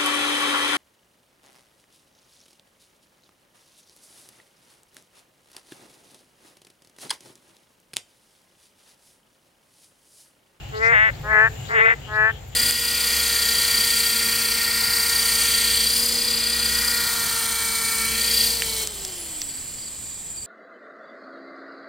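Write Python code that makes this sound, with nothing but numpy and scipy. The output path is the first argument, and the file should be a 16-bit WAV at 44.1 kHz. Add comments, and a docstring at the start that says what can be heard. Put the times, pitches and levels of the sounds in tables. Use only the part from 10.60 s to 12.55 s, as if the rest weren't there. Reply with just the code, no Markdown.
"""Three frogs in a grassy wetland

A humming, a bright and a low frog croak close by, a little to the left. Each croak is a train of
throat pulses that rings the vocal sac; overlapping croaks beat and rasp against each other.
Behind them are a low wind rumble, the hush of the marsh, hissing insects and faint raspy chirps."""
import sys
import numpy as np
from scipy import signal
from scipy.fft import rfft, irfft
from scipy.io import wavfile
from scipy.ndimage import uniform_filter1d, minimum_filter1d

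SR = 44100
rng = np.random.default_rng(int(sys.argv[2]) if len(sys.argv) > 2 else 0)


def dump(signal):
    """Clip the signal to [-1, 1] and save it as 16-bit WAV at the path in sys.argv[1]."""
    limited = np.clip(np.atleast_2d(signal).T, -1, 1)
    pcm = np.round(limited * 32767).astype(np.int16)
    wavfile.write(sys.argv[1], SR, pcm)


N = 85995
T = np.arange(N) / SR
FREQS = np.fft.rfftfreq(N, 1 / SR)


def undb(db):
    """Decibels to gain."""
    return 10 ** (np.asarray(db) / 20)


def unit(x):
    """Scale to rms 1."""
    return x / np.sqrt(np.mean(x ** 2) + 1e-18)


def curve(rows):
    """Columns of a time table at every sample."""
    times, *columns = np.array(rows, float).T
    return [np.interp(T, times, column) for column in columns]


def spectrum(rows):
    """Columns of a frequency table at every bin."""
    hz, *columns = np.array(rows, float).T
    return [np.interp(np.log(FREQS + 1), np.log(hz), column) for column in columns]


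def shape(x, gain):
    """Filter by a gain per bin."""
    return irfft(rfft(x) * gain, N)


def noise(gain, correlation, pan_db):
    """Coloured stereo noise, rms 1; positive pan is left."""
    mid, side = (unit(shape(rng.standard_normal(N), gain)) for _ in range(2))
    sign = np.array([[1], [-1]])
    pair = np.sqrt(1 + correlation) * mid + np.sqrt(1 - correlation) * side * sign
    return unit(pair * undb(sign * pan_db / 2))


def flutter(rate_hz):
    """Smooth random fluctuation, rms 1."""
    return unit(shape(rng.standard_normal(N), np.exp(-(FREQS / rate_hz) ** 2) * (FREQS > 0)))


def swell(centre_s, half_s):
    """Raised-cosine rise and fall."""
    return np.cos(np.pi / 2 * np.clip((T - centre_s) / half_s, -1, 1)) ** 2


# Rumble spectrum (frequency [Hz], relative level [dB])
WIND_SPECTRUM = [(20, -12.5), (35, -25), (48, 4), (65, 3.5), (82, 2.5), (100, 4.5), (145, 2), (165, -5.5),
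                 (190, -33), (400, -49)]
# Gusts (time [s], level [dB])
WIND_LEVEL = [(0, -37.5), (.5, -34.5), (1.08, -36.5), (1.2, -39.5), (1.42, -40.5), (1.55, -37.5),
              (1.95, -39)]


def wind():
    """Low wind rumble, nearly alike in both ears."""
    rumble = noise(undb(spectrum(WIND_SPECTRUM)[0]), correlation=.95, pan_db=1)
    return rumble * undb(curve(WIND_LEVEL)[0])


# Hush spectrum (frequency [Hz], relative level [dB])
MARSH_SPECTRUM = [(30, -44.5), (200, 5), (330, 1), (480, 2), (620, -0.5), (800, 4), (1000, -7), (1900, -6),
                  (2900, -6.5), (4200, -10.5), (5600, -16.5), (7600, -17.5), (8800, -29), (10300, -43.5),
                  (15000, -22)]
# Hush envelope (time [s], level [dB])
MARSH_LEVEL = [(0, -43.5), (.6, -42), (1.05, -41.5), (1.4, -43.5), (1.7, -44.5), (1.9, -47)]


def marsh():
    """Wide, even hush of the far wetland."""
    hush = noise(undb(spectrum(MARSH_SPECTRUM)[0]), correlation=.16, pan_db=2)
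    return hush * undb(curve(MARSH_LEVEL)[0])


# Insect envelopes before flutter (time [s], rasp [dB], hiss [dB])
INSECT_LEVELS = [(0, -58, -60.5), (.25, -52.5, -59), (.6, -57, -57), (.85, -52.5, -56.5),
                 (1.03, -47.5, -52), (1.2, -53, -56), (1.45, -55, -59), (1.75, -57.5, -58),
                 (1.87, -53.5, -57), (1.95, -55.5, -62)]
# Insect hiss (frequency [Hz], relative level [dB])
HISS_SPECTRUM = [(9500, -36), (11000, -12), (12500, -4), (13700, -3), (16000, -11)]


def insects():
    """A fluttering rasp on the left, a pulsing high hiss on the right."""
    rasp_db, hiss_db = curve(INSECT_LEVELS)
    centre_hz, half_width_hz = 7100, 480
    rasp = noise(1 / (1 + ((FREQS - centre_hz) / half_width_hz) ** 2), correlation=.032, pan_db=9)
    hiss_band = undb(spectrum(HISS_SPECTRUM)[0]) * (FREQS > HISS_SPECTRUM[0][0])
    hiss = noise(hiss_band, correlation=-.26, pan_db=-5.5)
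    return rasp * undb(rasp_db + .78 * flutter(130)) + hiss * undb(hiss_db + 2.7 * flutter(45))


# Chirps; from and to lie at half amplitude
# (centre [s], half length [s], from [Hz], to [Hz], bandwidth [Hz], level [dB], pan left [dB])
CHIRP_CALLS = [(0.062, 0.27, 2700, 3003, 400, -46.5, 3), (0.174, 0.049, 3900, 4800, 1700, -41.5, 7),
               (0.254, 0.064, 4700, 5380, 2600, -40, 5), (0.539, 0.044, 3360, 4750, 900, -51, 18),
               (1.021, 0.15, 2830, 2955, 408, -47, 4), (1.083, 0.092, 3045, 4787, 1400, -44.5, 8),
               (1.465, 0.089, 2890, 3090, 513.4, -43.5, 11), (1.544, 0.051, 3320, 4600, 1290, -45.5, 10),
               (1.734, 0.097, 3053, 3190, 600, -43, 9), (1.945, 0.031, 3100, 3190, 505.8, -45, 13)]


def chirps():
    """Distant raspy chirps: a noise band swells, glides up and fades."""
    out = np.zeros((2, N))
    for centre_s, half_s, from_hz, to_hz, width_hz, db, pan_db in CHIRP_CALLS:
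        glide = np.clip((T - centre_s) / half_s, -1, 1) + .5
        hz = from_hz + (to_hz - from_hz) * glide
        carrier = np.sin(2 * np.pi * np.cumsum(hz) / SR)
        rasp = noise(1 / (1 + (2 * FREQS / width_hz) ** 2), correlation=.14, pan_db=pan_db)
        out += undb(db) * swell(centre_s, half_s) * unit(carrier * rasp)
    return out


def roughness(croaks, edge_rough):
    """A throat rattles as a croak starts and stops, but not on a second push within it."""
    steady_rough, edge_s = .08, .045
    spans = [(start, end) for start, _, _, end, *_ in croaks]
    edges = [at for span in spans for at in span if not any(start < at < end for start, end in spans)]
    return np.clip(steady_rough + edge_rough * sum(swell(at, edge_s) for at in edges), 0, 1)


def throat(cycles, hz, rough):
    """A click and a puff of air per cycle; roughness makes clicks uneven and puffs stronger."""
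    jitter_cycles, scatter_db, alternate_db, breath = .05, 6, 3, .4  # at roughness 1
    puff_cycles = .45
    puffs = unit(np.exp(-(cycles % 1) / puff_cycles) * rng.standard_normal(N))
    at = np.interp(np.arange(1, int(cycles[-1])), cycles, np.arange(N))
    time_draw, size_draw = rng.standard_normal((N // 100, 2))[:len(at)].T
    click_rough, click_hz = rough[at.astype(int)], hz[at.astype(int)]
    strong_weak = (-1) ** np.arange(len(at))
    size = undb(click_rough * (scatter_db * np.tanh(size_draw) + alternate_db * strong_weak))
    at += jitter_cycles * click_rough * time_draw * SR / click_hz
    taps = at.astype(int)[:, None] + np.arange(-7, 9)
    offset = taps - at[:, None]
    clicks = np.sinc(offset) * np.sinc(offset / 8) * size[:, None]  # band-limited
    train = unit(np.bincount(np.clip(taps, 0, N - 1).ravel(), clicks.ravel(), N))
    return train + breath * rough * puffs


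def vocal_sac(pulses, resonances):
    """Pulses ring the sac, a minimum-phase resonator."""
    cepstrum = irfft(np.log(undb(spectrum(resonances)[0])), N)
    causal = cepstrum * 2 * (np.arange(N) < N // 2)
    return shape(pulses, np.exp(rfft(causal)))


def croak_gains(croaks):
    """Bass, body, treble, hum gains: a soft lead-in swells, brightens and stops short; the hum arches."""
    attack_s, release_s = .03, .028
    bass_power, treble_power, hum_floor = .42, 2, .28
    gains = np.zeros((4, N))
    for start, rise, rise_s, end, body_db, lead_db, hum_db, crest, half_s, treble_db in croaks:
        attack = np.clip((T - start) / attack_s, 0, 1)
        release = 1 - np.exp(-np.maximum(end - T, 0) / release_s)
        push = .5 + .5 * np.tanh((T - rise) / (2 * rise_s))
        effort = undb(lead_db) + (1 - undb(lead_db)) * push
        bass = undb(body_db) * effort ** bass_power
        body = undb(body_db) * effort
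        treble = undb(treble_db) * effort ** treble_power
        hum = undb(hum_db) * np.maximum(np.sqrt(swell(crest, half_s)), hum_floor)
        gains += attack * release * np.array([bass, body, treble, hum])
    return gains


def steady(x):
    """Even out the level over a few pulses."""
    window = SR // 70
    power = uniform_filter1d(uniform_filter1d(x ** 2, window), window)
    return x / np.sqrt(np.abs(power) + 1e-12)


def frog(croaks, pitch, sac, right_ear, bass_db, edge_rough):
    """The ringing sac in three bands, plus a pure hum an octave above the pulse rate."""
    hz = curve(pitch)[0]
    cycles = np.cumsum(hz) / SR
    ring = vocal_sac(throat(cycles, hz, roughness(croaks, edge_rough)), sac)
    below_bass, below_treble = (1 / (1 + (FREQS / split_hz) ** 20) for split_hz in (1400, 2467))
    bass, body, treble, hum = croak_gains(croaks)
    left = (undb(bass_db) * bass * steady(shape(ring, below_bass))
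            + body * steady(shape(ring, below_treble - below_bass))
            + treble * steady(shape(ring, 1 - below_treble))
            + hum * unit(np.sin(2 * np.pi * 2 * cycles)))
    right_db, lead_rad = spectrum(right_ear)
    right = shape(left, undb(right_db) * np.exp(1j * lead_rad))
    return np.array([left, right])


# Croaks (start [s], rise centre [s], rise time constant [s], end [s], body [dB], lead-in re body [dB],
#         hum [dB], hum crest [s], hum half length [s], treble [dB])
HUMMING_CALLS = [(.115, .226, 0.0089, 0.37, -13.5, -25, -27, 0.28, 0.21, -32.5),
                 (.665, .715, .012, 0.83, -17.5, -14, -38.5, .76, .07, -56.5),
                 (1.08, 1.19, .025, 1.342, -14, -19.5, -24, 1.224, 0.12, -25)]
# Throat pulses (time [s], rate [Hz])
HUMMING_RATE = [(0.199, 216.6), (0.221, 224.8), (0.272, 228), (0.322, 234.1), (0.339, 242), (.69, 215),
                (.75, 226), (.8, 236.2), (1.09, 213.9), (1.14, 222.7), (1.25, 224.5), (1.3, 231.7),
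                (1.328, 253.6)]
# Sac response (frequency [Hz], relative gain [dB])
HUMMING_RESONANCES = [(300, -52), (680, -19), (1133, -11), (1585, -3.5), (1811, -0.5), (2040, 5),
                      (2260, -10), (2490, -16), (3000, -47.5), (3550, -41.5), (4050, -59.5), (12000, -83.5)]
# Right ear re left (frequency [Hz], gain [dB], phase lead [rad])
HUMMING_RIGHT_EAR = [(470, -1, 1.77), (680, 6.5, 1.64), (895, 0, 2.19), (1570, -2.5, 2.54),
                     (1770, -5, 2.74), (2040, -14, 2.9), (2490, -16, 6.4), (3140, 0, 6)]


def humming_frog():
    """Strongest hum and rattle; the sac peaks near 2040 Hz."""
    return frog(HUMMING_CALLS, HUMMING_RATE, HUMMING_RESONANCES, HUMMING_RIGHT_EAR,
                bass_db=-11.5, edge_rough=.7)


# Bright frog: tables and columns as for the humming frog
BRIGHT_CALLS = [(.29, .318, 0.01, 0.51, -12.5, -35, -43.5, 0.48, 0.076, -29),
                (1.085, 1.153, 0.015, 1.235, -12.5, -18, -34, 1.19, .06, -24.5),
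                (1.19, 1.249, .005, 1.3465, -13, -7.5, -46.5, 1.3, 0.098, -31)]
BRIGHT_RATE = [(.3, 239), (.35, 216), (.379, 208), (0.394, 213.5), (0.458, 220), (.48, 216), (1.075, 217),
               (1.105, 230), (1.141, 236), (1.193, 208), (1.219, 223), (1.245, 224), (1.27, 221),
               (1.334, 229)]
BRIGHT_RESONANCES = [(300, -44.5), (645, -22), (1070, -18.5), (1504, -8.5), (1720, -1), (1960, 4.5),
                     (2150, -0.5), (2360, -13), (2790, -17.5), (3000, -26), (3600, -31), (4050, -53.5),
                     (12000, -89.5)]
BRIGHT_RIGHT_EAR = [(690, 4, 1.4), (1330, 0, 2.03), (1750, 0, 2.29), (1980, -8.5, 3.15), (2550, -16, 5),
                    (2820, -6, 6.2)]


def bright_frog():
    """More treble, little hum; the last croak has a second push."""
    return frog(BRIGHT_CALLS, BRIGHT_RATE, BRIGHT_RESONANCES, BRIGHT_RIGHT_EAR,
                bass_db=-15, edge_rough=.6)


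# Blips (centre [s], half length [s], pitch [Hz], level [dB])
BLIP_TONES = [(.497, 0.016, 548, -36.5), (0.658, 0.032, 536, -42.5), (0.918, 0.095, 437, -47),
              (1.337, 0.024, 452, -35.5), (1.74, 0.06, 432, -48.5)]


def blips():
    """Soft low blips and after-rings at the edges of croaks."""
    return sum(undb(db) * swell(centre_s, half_s) * unit(np.sin(2 * np.pi * hz * T))
               for centre_s, half_s, hz, db in BLIP_TONES)


# Low frog: tables and columns as for the humming frog
LOW_CALLS = [(.625, .735, 0.026, 0.89, -10, -42, -32.5, 0.83, 0.17, -36),
             (1.465, 1.566, 0.022, 1.7192, -13, -45.5, -36, 1.638, 0.15, -38.5)]
LOW_RATE = [(.64, 206.5), (0.699, 216.3), (0.778, 212.7), (0.831, 220), (0.878, 226.5), (1.499, 212),
            (1.554, 214.6), (1.621, 215), (1.669, 219.6), (1.71, 225.6)]
LOW_RESONANCES = [(300, -90.5), (480, -28), (630, -20), (1080, -17), (1300, -13.5), (1520, -6), (1735, 4),
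                  (1940, -5), (2150, -22), (2380, -14.5), (2600, -20), (3000, -26), (3400, -40.5),
                  (4600, -50.5), (11000, -83)]
LOW_RIGHT_EAR = [(440, 1, 0.2), (1130, -1.5, 0.5), (1440, -3, 0.9), (1770, -7.5, 1.56), (2070, -5.5, 1.98),
                 (2730, -1.5, 2.3), (4050, -10.5, 2.7)]


def low_frog():
    """Smoothest throat; the sac peaks near 1735 Hz."""
    return frog(LOW_CALLS, LOW_RATE, LOW_RESONANCES, LOW_RIGHT_EAR, bass_db=-13, edge_rough=.3)


def plant_scatter(x, t60_s=.28, level_db=-24):
    """Faint, short scatter from the plants around."""
    tail = rng.standard_normal((2, SR // 2)) * undb(-60 * T[:SR // 2] / t60_s)
    tail /= np.sqrt(np.sum(tail ** 2, axis=1, keepdims=True))
    return undb(level_db) * signal.fftconvolve(x, tail, axes=1)[:, :N]


def scene():
    """Three frogs in front of the wetland; overlapping pulse trains beat."""
    frogs = humming_frog() + bright_frog() + low_frog()
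    return frogs + plant_scatter(frogs) + blips() + chirps() + insects() + wind() + marsh()


def record(dry):
    """Peak limiter, then a steep low-pass."""
    ceiling, smooth_s, cutoff_hz = .92, .002, 15800
    window = int(smooth_s * SR)
    gain = ceiling / np.maximum(np.abs(dry).max(axis=0), ceiling)
    gain = uniform_filter1d(minimum_filter1d(gain, 2 * window), window)
    lowpass = signal.ellip(10, .2, 80, cutoff_hz, fs=SR, output="sos")
    return signal.sosfilt(lowpass, dry * gain)


dry = scene()
out = record(dry)
dump(out)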